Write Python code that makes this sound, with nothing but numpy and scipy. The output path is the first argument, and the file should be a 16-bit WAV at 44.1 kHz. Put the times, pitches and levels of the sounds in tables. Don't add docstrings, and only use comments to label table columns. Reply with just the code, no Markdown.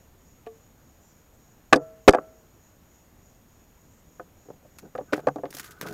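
import sys
import numpy as np
from scipy import signal
from scipy.fft import rfft, irfft
from scipy.io import wavfile
from scipy.ndimage import uniform_filter1d

SR = 44100
rng = np.random.default_rng(int(sys.argv[2]) if len(sys.argv) > 2 else 0)


def natural_amplitude(level_db):
    exponent = np.asarray(level_db, float) / 20
    return 10 ** exponent


def dump_mix(stems):
    frames = np.atleast_2d(stems).T
    limited = np.clip(frames, -1, 1)
    pcm = np.round(limited * 32767).astype(np.int16)
    wavfile.write(sys.argv[1], SR, pcm)


N = 261557

# pitch_hz, level_db (per Hz)
YARD_COLOUR = [(12, -40), (20, -9.5), (58, 1), (146, -7.5), (248, -7.5), (293, -12), (642, -15.5),
               (897, -19.5), (1030, -20), (4940, -32), (6720, -23.5), (7520, -30.5), (9950, -31.5),
               (13500, -30), (16000, -34)]
# pitch_hz, width_hz, level_db
CHORUS_BANDS = [(6730, 520, 0), (5900, 800, -8.5)]
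# throbs_per_s, first_crest_s, depth_db
THROBS = [
    (3.36, .29, 2.6),
    (2.65, .31, 1.3),
]
# start_s, length_s, pitch_hz, level_db
BUZZES = [
    (0.994, 0.15, 7100, -63.5),
    (1.335, .03, 7560, -68),
    (3.33, .06, 8330, -78),
    (3.901, 0.12056, 7460, -67.5),
]
# start_s, length_s, low_hollow_db, upper_hollow_db
DRAGS = [
    (4.81, 0.089, -53, -73),
    (5.06, 0.08, -65, -65.5),
    (5.2, 0.092, -54, -70.5),
    (5.46, 0.067, -58, -75),
    (5.54, 0.41, -64, -62.5),
    (5.79, 0.26, -45.5, -54.5),
]
# pitch_hz, width_hz, level_db
HOLLOWS = [
    [(161.4, 118, 0.5), (323, 47.15, -4), (420, 79, -2.5), (628, 253.4, -8)],
    [(1280, 72, 7.5), (1464, 230, 11.5)],
]
# start_s, peak_db, brightness_db (above 8 kHz), t60_s
CRINKLES = [(4.7852, -37, -2, 0.046), (4.9597, -53, 5.5, 0.022), (4.977, -31.5, -32, 0.043),
            (5.1323, -10.5, -29.5, 0.037), (5.1385, -33, -15, 0.036), (5.1616, -47, -7, 0.057),
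            (5.1975, -44, -17.5, 0.043), (5.4545, -33.5, -35, 0.042), (5.5047, -46.5, 7.5, 0.052),
            (5.5267, -38, -8, 0.043), (5.5384, -40, 1.5, 0.038), (5.5475, -43.5, 8, 0.051),
            (5.5676, -39.5, 4.5, 0.04), (5.584, -34, 4, 0.028), (5.5968, -28.5, -1, 0.038),
            (5.628, -43, -9, 0.049), (5.6424, -42, -4.5, 0.11), (5.7079, -46.5, 1.5, 0.087),
            (5.8106, -29, -8, 0.099), (5.8286, -48.5, -18, 0.11), (5.8626, -32, -11.5, 0.13),
            (5.8844, -47, -1, 0.083), (5.9074, -55, 4, 0.0727), (5.9244, -57.5, 16, 0.02)]
# start_s, length_s, level_db
RUSTLES = [
    (5.12, 0.098, -47.5),
    (5.53, .2, -44.5),
    (5.72, 0.19, -56.5),
]
# pitch_hz, level_db (per Hz)
FILM_COLOUR = [(350, -2.5), (600, -14), (1130, -0.5), (1660, 1), (3210, -10.5), (6550, -24), (8740, -33),
               (15100, -32), (16000, -44)]
# start_s, peak_db, slap_db
PATS = [
    (0.4654, -28, -50.5),
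    (0.4732, -48, -49),
]
# pitch_hz, level_db, t60_s
AIR_COLUMN = [(250, -6, .04), (447, 0, .25), (700, -2, .1), (900, -12, .05), (1152, -14, .1),
              (1400, -18, .04), (1700, -17, .04)]
# start_s, peak_db
CHATTER = [(1.7378, -15.5), (1.74, -32), (1.7428, -29), (1.7495, -23.5), (1.7558, -30), (1.761, -14.5),
           (1.7649, -21), (1.7674, -34), (1.7704, -34.5), (2.0873, -12.5), (2.0932, -5), (2.0985, -23.5),
           (2.1, -28.5), (2.1049, -33), (2.1084, -18.5), (2.1141, -46), (2.127, -24.5), (2.1354, -32.5),
           (2.1444, -43), (2.1474, -32), (2.1517, -36.5), (5.2747, -55), (5.2876, -50)]
# pitch_hz, level_db, t60_s
FITTING = [(3700, -6, .009), (4900, 0, .011), (5600, -4, .009), (6500, -4, .009), (8100, -2, .009),
           (9200, -8, .008), (10300, -8, .007), (11800, -10, .006)]
# start_s, level_db, colour_centre_hz
RINGINGS = [
    (1.74, -.7, 600),
    (2.1, -3, 840),
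]
# pitch_hz, level_db, t60_s
PIPE_TONES = [(366, -19, .12), (450, -21, .2), (453, -45, 1.1), (643, -29, .6), (1335, -35, .45),
              (1685, -31, .2)]
# start_s, peak_db, colour_centre_hz, decay_factor, tick_db
BLOWS = [
    (1.7250, 14, 480, 0.41, -31),
    (1.7290, 14.5, 2105, 0.42, -21.5),
    (1.7370, 12.5, 896, 0.49, -27.5),
    (2.0765, 20, 796, 0.32, -27),
    (2.081, 18, 1200, .45, -20),
    (2.087, 11, 420, .3, -30),
    (2.0919, 11, 1030, 0.34, -25),
]
# start_s, peak_db, colour_centre_hz, decay_factor, tick_db
REBOUNDS = [(1.756, 4, 400, 0.54, -32), (1.764, -13, 393, 0.52, -31.5), (1.77, -8, 458, 0.93, -35),
            (2.111, -11, 425, .6, -26.5), (2.123, -25, 466.2, .6, -21), (2.133, 5, 948, .45, -32),
            (2.142, -18, 900, .55, -24.5), (2.145, 3, 670, 0.37, -45), (2.15, -13, 510, 1, -18),
            (2.171, -9.5, 665, 0.28, -48), (2.183, -12, 650, 0.32, -48)]
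# start_s, peak_db, colour_centre_hz, decay_factor, tick_db
SETTLING = [
    (4.195, -21.5, 774, 0.59, -37),
    (4.455, -46, 315, 0.781, -28.5),
    (4.484, -33, 420, 0.48, -32),
    (4.501, -24.5, 482, 0.39, -36),
    (4.53, -42, 436, 0.72, -30),
    (4.648, -36.5, 350, 0.74, -38),
    (4.859, -40, 322.5, 0.39, -22),
]
# start_s, peak_db, colour_centre_hz, decay_factor, tick_db
NUDGES = [(4.95, -14.5, 910, 0.51, -35), (4.983, -19, 506, 0.73, -40), (5.007, -22.5, 435, 0.65, -39),
          (5.123, -13.5, 567, 0.81, -26), (5.128, -6, 306, 0.71, -23), (5.155, -26.5, 1400, 0.643, -28),
          (5.177, -14, 564, 0.24, -32), (5.19, -28.5, 700, .6, -28), (5.269, 1.6, 605, 0.44, -33.5),
          (5.276, -18.5, 540, 1, -27), (5.283, -3, 690, 0.39, -36), (5.358, -12, 442, .6, -34),
          (5.382, -18.5, 450.4, 0.77, -36), (5.433, -16, 420, 1, -56), (5.455, -18.5, 595, 0.35, -41),
          (5.543, -27, 381, 0.37, -31), (5.565, -36.5, 600, 0.54, -42), (5.826, -23, 425, 0.41, -33.5),
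          (5.851, -24, 608, 0.63, -31), (5.865, -24, 900, 0.39, -20), (5.887, -42, 500, 0.38, -31),
          (5.916, -34, 400, 0.56, -40)]
# bench_thud_db, colour_fall_db (per octave squared)
CONTACTS = [
    (-23, 1.6),
    (-32, 3.4),
    (-28, 4.6),
    (-29, 4.2),
]
# pitch_hz, level_db
BODY = [(295, 0.5), (400, -2.34), (505, 3), (600, -0.5), (730, 1), (870, -4), (985, -5.5), (1120, -2.5),
        (1240, -1.5), (1510, -1.5), (1640, -1), (1780, -9.5), (2000, -7.5), (2200, -9.5), (2480, -3.5),
        (2750, -11.5), (3080, -13), (3600, -16), (4200, -18.5)]
# pitch_hz, level_db, t60_s
BENCH_THUD = [(142, 0, .22), (165, -3, .2), (200, -2, .1)]


def evened(x):
    return x / np.sqrt(np.mean(x ** 2) + 1e-20)


def read(points, hz):
    table_hz, value = np.transpose(points)
    return np.interp(np.log(hz + 1), np.log(table_hz + 1), value)


def add(mix, start_s, sound):
    part = mix[round(start_s * SR):][:len(sound)]
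    part += sound[:len(part)]


def bands(x, table):
    out, n = np.zeros(len(x)), np.arange(len(x))
    for hz, width_hz, db in table:
        turn = np.exp(2j * np.pi * hz * n / SR)
        r = np.exp(-np.pi * width_hz / SR)
        smooth = signal.lfilter([1], np.convolve([1, -r], [1, -r]), x / turn)
        out += natural_amplitude(db) * evened((turn * smooth).real)
    return evened(out)


def modes(table, length_s, shift_db=0, detune=1, phase=0):
    hz, db, t60 = (column[:, None] for column in np.transpose(table))
    t = np.arange(round(length_s * SR)) / SR
    tones = np.sin(2 * np.pi * (hz * detune * t + phase))
    sound = (natural_amplitude(db + shift_db - 60 * t / t60) * tones).sum(0)
    return sound / abs(sound).max()


def soft_start(sound, rise_s):
    return sound * np.minimum(np.arange(len(sound)) / (rise_s * SR), 1)


def crack(top_hz, t60):
    t = np.arange(900) / SR
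    band = signal.butter(2, [1500, min(top_hz, 16000)], "band", fs=SR)
    return evened(signal.lfilter(*band, rng.standard_normal(len(t)))) * natural_amplitude(-60 * t / t60)


def strokes(rows, column):
    gain = np.zeros(N)
    for row in rows:
        add(gain, row[0], natural_amplitude(row[column]) * signal.windows.tukey(round(row[1] * SR), 0.63))
    return gain


def yard():
    frames, hz = N // 256 + 5, np.fft.rfftfreq(1024, 1 / SR)
    a, b, patches = rng.standard_normal((frames, 513, 3)).T
    patches = evened(uniform_filter1d(uniform_filter1d(patches, 10, 0), 12, 1))
    without_insects_hz = np.where(abs(hz - 6500) < 1300, 8500, hz)
    colour_db = np.minimum(read(YARD_COLOUR, hz), read(YARD_COLOUR, without_insects_hz) + 0.83)
    treble_db = 3.7 * (hz[:, None] / 16000) ** 2.9
    z = (a + 1j * b) * natural_amplitude(colour_db[:, None] + treble_db + .8 * patches)
    return natural_amplitude(-56.5) * evened(signal.istft(z, nperseg=1024, noverlap=768)[1][:N])


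def insects():
    t = np.arange(N) / SR
    clicks = rng.standard_normal(N) * (0.65 + (rng.random(N) < 1500 / SR) * 0.62)
    throb_db = sum(db * np.cos(2 * np.pi * rate_hz * (t - crest_s)) for rate_hz, crest_s, db in THROBS)
    chorus_db = -66
    out = bands(clicks, CHORUS_BANDS) * natural_amplitude(chorus_db + throb_db)
    for start_s, length_s, hz, db in BUZZES:
        n = round(length_s * SR)
        buzz = bands(rng.standard_normal(n), [(hz, 450, 0), (0.84 * hz, 900, -4)])
        add(out, start_s, natural_amplitude(db) * buzz * signal.windows.tukey(n, .4))
    return out


def whine():
    whine_hz, flip_hz, whine_db = 13364, 41, -65.5
    t = np.arange(N) / SR
    waver = 2.5 * np.cumsum(evened(uniform_filter1d(rng.standard_normal(N), 3000))) / SR
    flips = uniform_filter1d(np.sign(np.sin(2 * np.pi * flip_hz * t)), 30)
    return natural_amplitude(whine_db + 3) * flips * np.sin(2 * np.pi * (whine_hz * t + waver))


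def drag():
    out = np.zeros(N)
    for column, hollow in enumerate(HOLLOWS, 2):
        slips = rng.standard_normal(N) * (rng.random(N) < 500 / SR)
        slips += 0.038 * rng.standard_normal(N)
        out += natural_amplitude(5.5) * bands(slips, hollow) * strokes(DRAGS, column)
    return out


def bag():
    unevenness = evened(uniform_filter1d(rng.exponential(1, N) - 1, 40))
    snaps = rng.standard_normal(N) * natural_amplitude(7.5 * unevenness / 2)
    hz = np.fft.rfftfreq(N, 1 / SR)
    film = rfft(snaps) * natural_amplitude(read(FILM_COLOUR, hz))
    upper = 1 / (1 + (8000 / (hz + 1)) ** 4)
    low = evened(irfft(film * (1 - upper), N))
    high = evened(irfft(film * upper, N))
    low_gain, high_gain, t = np.zeros(N), np.zeros(N), np.arange(6000) / SR
    for start_s, db, bright_db, t60 in CRINKLES:
        burst = soft_start(natural_amplitude(db - 7.5 - 60 * t / max(t60, .01)), 0.00107)
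        add(low_gain, start_s, burst)
        add(high_gain, start_s, burst * natural_amplitude(bright_db + 10.0))
    rustle = strokes(RUSTLES, column=2)
    return low * (low_gain + natural_amplitude(-13.5) * rustle) + high * (high_gain + natural_amplitude(-9.5) * rustle)


def pats():
    out = np.zeros(N)
    for start_s, db, slap_db in PATS:
        add(out, start_s, natural_amplitude(db + 2) * soft_start(modes(AIR_COLUMN, .4), .004))
        slap = crack(3000, 0.03) + 0.54 * crack(13000, 0.021)
        add(out, start_s - .0015, natural_amplitude(slap_db) * slap)
    return out


def chatter():
    out = np.zeros(N)
    for (start_s, db), z in zip(CHATTER, rng.standard_normal((30, len(FITTING), 3))):
        tap = modes(FITTING, .03, 0.83 * z[:, :1], 1 + 0.025 * z[:, 1:2], 0.49 * z[:, 2:])
        add(out, start_s, natural_amplitude(db + 6.0) * tap)
    return out


def ring():
    out = np.zeros(N)
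    for start_s, db, centre_hz in RINGINGS:
        for tone in PIPE_TONES:
            fall_db = 6 * np.log2(tone[0] / centre_hz) ** 2
            add(out, start_s, natural_amplitude(db + tone[1] - fall_db) * modes([tone], .9))
    return out


def knocks():
    out = np.zeros(N)
    hz, level_db = np.transpose(BODY + BODY)
    luck = rng.standard_normal((60, len(hz), 3))
    kinds = zip([BLOWS, REBOUNDS, SETTLING, NUDGES], CONTACTS)
    hits = [row + contact for rows, contact in kinds for row in rows]
    for (start_s, db, centre_hz, decay, tick_db, thud_db, fall_db), z in zip(hits, luck):
        start_s += .0013
        colour_db = level_db - fall_db * np.log2(hz / centre_hz) ** 2
        t60 = decay * 0.14 * (300 / hz) ** 0.5
        table = np.transpose([hz, colour_db, t60])
        body = modes(table, .25, 4.0 * z[:, :1], 1 + 0.036 * z[:, 1:2], 0.16 * z[:, 2:])
        add(out, start_s, natural_amplitude(db) * soft_start(body, 0.0022))
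        add(out, start_s, natural_amplitude(.55 * db + thud_db) * modes(BENCH_THUD, .4))
        add(out, start_s + 0.00052, natural_amplitude(db + tick_db) * crack(6600, 0.012))
    return out


def reflections(near):
    t = np.arange(20000) / SR
    taps = rng.standard_normal(20000) * (rng.random(20000) < .04) * (t > .003)
    bench, far_yard = natural_amplitude(-60 * t / 0.055), natural_amplitude(-40.5 - 60 * t / 0.56)
    echo = taps * (bench + far_yard) / np.sqrt(12)
    dull_echo = signal.lfilter(*signal.butter(2, 1500, fs=SR), echo)
    return natural_amplitude(-9.0) * signal.oaconvolve(near, dull_echo)[:N]


def scene():
    background = yard() + insects() + whine()
    near = drag() + bag() + knocks()
    near = signal.lfilter(*signal.butter(2, 120, "high", fs=SR), near)
    return (background + near + reflections(near) + pats() + chatter() + ring())[None]


def top_cut(x):
    return signal.sosfilt(signal.butter(12, 16600, fs=SR, output="sos"), x)


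def record(dry):
    ceiling, block_s, first_s = .715, .02, .017
    clipped = dry[0] / (1 + (dry[0] / ceiling) ** 12) ** (1 / 12)
    edges = np.arange(first_s, N / SR, block_s)
    peaks = np.maximum.reduceat(abs(clipped), (edges * SR).astype(int))
    gain_db = np.zeros(len(edges))
    for k in range(1, len(edges)):
        overloaded = peaks[k - 1] * natural_amplitude(gain_db[k - 1]) > .55
        recovery_db = 5 if peaks[k - 1] < .6 else 0
        gain_db[k] = -8.5 if overloaded else min(gain_db[k - 1] + recovery_db, 0)
    block = np.maximum(np.searchsorted(edges, np.arange(N) / SR) - 1, 0)
    levelled = clipped * natural_amplitude(uniform_filter1d(gain_db[block], 30))
    smooth = signal.lfilter([.55], [1, -.45], levelled)
    edge = signal.firwin(767, 15880, window=("kaiser", 8), fs=SR)
    smooth = signal.oaconvolve(smooth, edge, "same")
    finished = signal.lfilter([1, -1], [1, -.998], smooth)
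    return top_cut(finished[None])


dry = scene()
out = record(dry)
dump_mix(out)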